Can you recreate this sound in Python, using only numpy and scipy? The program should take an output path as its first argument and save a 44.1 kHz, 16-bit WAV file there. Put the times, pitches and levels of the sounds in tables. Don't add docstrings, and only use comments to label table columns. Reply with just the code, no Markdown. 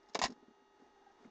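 import sys
import numpy as np
from scipy import signal
from scipy.fft import rfft, irfft
from scipy.io import wavfile

SR = 44100
rng = np.random.default_rng(int(sys.argv[2]) if len(sys.argv) > 2 else 0)


def master(y):
    cut = np.clip(np.atleast_2d(y).T, -1, 1)
    pcm = np.round(cut * 32767)
    wavfile.write(sys.argv[1], SR, pcm.astype(np.int16))


N = 57330
T = np.arange(N) / SR

# (frequency [Hz], rms level [dB])
MOTOR_TONES = [(398.4, -74.5), (847, -75), (1259.5, -79.5), (1889, -83.5), (2832, -88), (3461, -91),
               (3779, -90.5), (4409, -93.5), (5981, -93.5)]
# (frequency [Hz], relative density [dB])
HISS_COLOUR = [(30, -11), (140, -20), (240, -5.5), (400, -2.5), (560, -11), (850, -3), (1100, -11.5),
               (1800, -14), (2400, -21.5), (4500, -25), (6500, -26), (8200, -43.5)]
# (time [s], level [dB])
HISS_CONTOUR = [(0, -69.5), (.1, -68), (.4, -70), (.7, -72.5), (.85, -67.5), (.93, -70), (1.08, -69),
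                (1.16, -68.5), (1.25, -64), (1.3, -69.5)]
# (time [s], level [dB])
TONE_SWELLS = [(.962, -56), (1.018, -57), (1.064, -49), (1.098, -54)]
# (time [s], level [dB])
TOUCHES = [(0.028, -67.5), (0.086, -60), (0.095, -61), (0.134, -55), (0.279, -48), (0.301, -52),
           (0.307, -61.5), (0.321, -54.5), (1.115, -71.5)]
# (frequency [Hz], relative density [dB])
TOUCH_COLOUR = [(200, -13), (700, 13), (1400, 5), (2500, -1.5), (4000, 4.5), (4700, 4), (5370, 7.5),
                (5850, -4.5), (6500, 5.5), (8500, -23)]
# (frequency [Hz], relative density [dB])
CREAK_COLOUR = [(300, -15), (900, -10), (1400, 17), (1800, 1), (2200, 15), (3000, -33), (7000, -31)]
# (time [s], level [dB], pitch [Hz])
HANDLING_BUMPS = [(0.096, -56, 246), (0.149, -36, 296), (0.156, -39, 187), (0.189, -30.5, 261),
                  (0.22, -34, 196.5), (0.24, -37, 116.4), (0.249, -30.5, 235), (.281, -38.5, 267),
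                  (.296, -34.5, 251), (.302, -43, 426), (0.316, -37.5, 231), (0.359, -53, 248),
                  (.374, -51, 272), (0.409, -58, 320), (0.426, -48, 256), (0.481, -46.5, 236),
                  (0.507, -53, 241), (0.619, -55, 257), (0.798, -50, 277), (.820, -47, 263),
                  (0.858, -53, 361), (1.204, -52.5, 266), (1.243, -51.5, 439), (1.2517, -40.5, 241.4),
                  (1.273, -46, 210)]
# (frequency [Hz], relative density [dB])
RUB_COLOUR = [(60, -28), (140, -20.5), (210, 1.5), (400, 11), (700, -8), (1500, -17), (6000, -46)]
# (time [s], knock level [dB], knock pitch [Hz], crack level [dB], crack treble [dB])
CATCH_HITS = [(0.1468, -57, 900, -42, 12), (.1495, -36, 760, -42.5, -5), (.1515, -24.5, 640, -29.5, -20),
              (0.1521, -39, 924, -27.5, -5.5), (.1555, -28, 950, -33.5, -4.5), (.1590, -34, 746, -61, -1),
              (.1640, -44, 490, -46.5, 1), (0.1701, -44, 497, -45, -5.5), (0.1905, -33.5, 790, -37, 9),
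              (.1955, -43, 623, -35.5, -5), (.2005, -44.5, 420, -60, 2), (0.2158, -23, 870, -31, 5),
              (.2190, -33.5, 1040, -31.5, -3), (.2228, -36.5, 788, -38, 9.5),
              (.2293, -32.5, 790, -38.5, 11.5), (.2380, -25, 835, -30.5, 9), (.2410, -25, 800, -36.5, 9),
              (.2432, -48.5, 700, -36.5, 8.5), (0.2485, -31.5, 966, -37, 11), (.2560, -39, 690, -31.5, 0),
              (0.2632, -40.5, 900, -38, -0.5), (.2688, -44.5, 890, -47, -7)]
# (frequency [Hz], relative density [dB])
CRACK_COLOUR = [(60, -27), (200, -29), (500, -7.5), (1000, 4), (1450, 2.5), (2000, 2.5), (3300, 0),
                (5200, 0.5), (7300, -5), (8000, -26), (9000, -30)]
# (frequency [Hz], gain while loose [dB], gain once engaged [dB])
PART_MODES = [(484.5, -12, -20), (707, -21, -33.5), (720, -18, -28), (796.5, -28, -9), (964, -13.5, -15),
              (994, -29, -19), (1121, -23, -16), (1799, -21, -9.5), (1895, -12.5, -5.5), (2258, -18.5, -15),
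              (2543, -13.5, -26.5), (2902, -18, -17.5), (3110, -18.5, -28), (3938, -21.5, -11),
              (4090, -21, -17.5), (4753, -21.5, -15.5), (4860, -16, -22), (6210, -14.5, -20.5),
              (6790, -26, -17.5)]

SCATTER_T60_S = 0.051


def from_db(db):
    return 10 ** (np.asarray(db) / 20)


def noise(colour):
    hz, db = np.transpose(colour)
    bins_hz = np.maximum(np.arange(N // 2 + 1) * SR / N, 1)
    gain = from_db(np.interp(np.log(bins_hz), np.log(hz), db))
    coloured = irfft(rfft(rng.standard_normal(N)) * gain, N)
    return coloured / coloured.std()


def drift(rate_hz):
    points = rng.standard_normal(200)
    return np.interp(T * rate_hz, np.arange(len(points)), points)


def decay(start_s, t60_s, rise_s=1e-4):
    age = np.maximum(T - start_s, 0)
    return (1 - np.exp(-age / rise_s)) * np.exp(-np.log(1000) * age / t60_s)


def ring(start_s, hz, t60_s, rise_s=1e-4):
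    return decay(start_s, t60_s, rise_s) * np.sin(2 * np.pi * hz * (T - start_s))


def room_hiss():
    level_db = np.interp(T, *np.transpose(HISS_CONTOUR))
    return from_db(level_db) * noise(HISS_COLOUR)


def motor_hum(wander_hz=1.83):
    hum = np.zeros(N)
    for hz, db in MOTOR_TONES:
        phase = 2 * np.pi * np.cumsum(hz + wander_hz * drift(rate_hz=8)) / SR
        hum += np.sqrt(2) * from_db(db) * np.sin(phase)
    return hum


def hollow_tone(hz=801, octave_db=-13, t60_s=0.074, rise_s=0.0043):
    swells = np.zeros(N)
    for s, db in TONE_SWELLS:
        octave = from_db(octave_db) * ring(s, 2 * hz, t60_s, rise_s)
        swells += from_db(db) * (ring(s, hz, t60_s, rise_s) + octave)
    return swells


def brushing_ticks(ring_db=-6.5, rise_s=0.0022):
    envelope = sum(from_db(db) * decay(s, t60_s=0.04, rise_s=rise_s) for s, db in TOUCHES)
    rings = sum(from_db(db + ring_db) * ring(s, hz=5470, t60_s=0.039, rise_s=rise_s) for s, db in TOUCHES)
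    return envelope * noise(TOUCH_COLOUR) + rings


def creak():
    return from_db(-54) * noise(CREAK_COLOUR) * decay(start_s=1.246, t60_s=0.021, rise_s=0.0022)


def handling(rub_db=-8.5, t60_s=0.049, rise_s=0.0043):
    thuds = sum(from_db(db) * ring(s, hz, t60_s, rise_s) for s, db, hz in HANDLING_BUMPS)
    pressure = sum(from_db(db) * decay(s, t60_s, rise_s) for s, db, _ in HANDLING_BUMPS)
    return thuds + from_db(rub_db) * pressure * noise(RUB_COLOUR)


def microphone_jolt():
    return from_db(-44) * ring(start_s=0.237, hz=37.8, t60_s=0.1)


def crack(t60_s=0.013, rise_s=0.0013, scatter_db=-10):
    envelope = decay(0, t60_s, rise_s) + from_db(scatter_db) * decay(0, SCATTER_T60_S, rise_s)
    response = noise(CRACK_COLOUR) * envelope
    return response * np.linalg.norm(envelope) / np.linalg.norm(response)


def scrape(start_s=0.22, stop_s=0.257, t60_s=0.054, slips_per_s=690):
    slips = (rng.random(N) < slips_per_s / SR) * rng.choice([-1, 1], N)
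    envelope = (T > start_s) * from_db(-42 - 60 * np.maximum(T - stop_s, 0) / t60_s)
    return signal.fftconvolve(slips * envelope, crack())[:N]


def contact_cracks(shared_power=0.62, treble_hz=2420):
    shared = np.sqrt(shared_power) * crack()
    treble = signal.butter(1, treble_hz, "high", fs=SR, output="sos")
    cracks = np.zeros(N)
    for s, _, _, db, treble_db in CATCH_HITS:
        snap = shared + np.sqrt(1 - shared_power) * crack()
        snap += (from_db(treble_db) - 1) * signal.sosfilt(treble, snap)
        start = int(s * SR)
        cracks[start:] += from_db(db) * snap[:N - start]
    return cracks


def part_ringing(engage_s=0.21, split_hz=1500, spread_db=3.5):
    times, knock_db, _, crack_db, _ = np.transpose(CATCH_HITS)
    ringing = np.zeros(N)
    for hz, loose_db, engaged_db in PART_MODES:
        drive_db, t60_s = (knock_db, 0.048) if hz < split_hz else (crack_db, 0.035)
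        mode_db = np.where(times < engage_s, loose_db, engaged_db)
        chance_db = spread_db * rng.standard_normal(len(times))
        strikes = np.zeros(N)
        strikes[(times * SR).astype(int)] = from_db(drive_db + mode_db + chance_db)
        ringing += signal.fftconvolve(strikes, ring(0, hz, t60_s, rise_s=0.00099))[:N]
    return ringing


def knock(contact_s, hz, peak_delay_s=0.00091, half_width_cycles=0.87):
    cycles = (T - contact_s - peak_delay_s) * hz
    envelope = np.exp(-np.minimum((cycles / half_width_cycles) ** 2, 20))
    return envelope * np.sin(2 * np.pi * cycles)


def catch_clatter(reflected_db=-3, low_cut_hz=290):
    knocks = sum(from_db(db) * knock(s, hz) for s, db, hz, _, _ in CATCH_HITS)
    scatter = rng.standard_normal(N) * decay(0, SCATTER_T60_S, rise_s=0.002)
    scatter /= np.linalg.norm(scatter)
    reflections = from_db(reflected_db) * signal.fftconvolve(knocks, scatter)[:N]
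    rattle = reflections + contact_cracks() + scrape() + part_ringing()
    low_cut = signal.butter(3, low_cut_hz, "high", fs=SR, output="sos")
    return knocks + signal.sosfilt(low_cut, rattle)


def scene():
    close = catch_clatter() + brushing_ticks() + creak() + handling() + microphone_jolt()
    faint = hollow_tone() + motor_hum() + room_hiss()
    return (close + faint)[None]


def record(dry):
    high_cut = signal.ellip(10, 0.2, 80, 8900, fs=SR, output="sos")
    return signal.sosfilt(high_cut, dry)


dry = scene()
out = record(dry)
master(out)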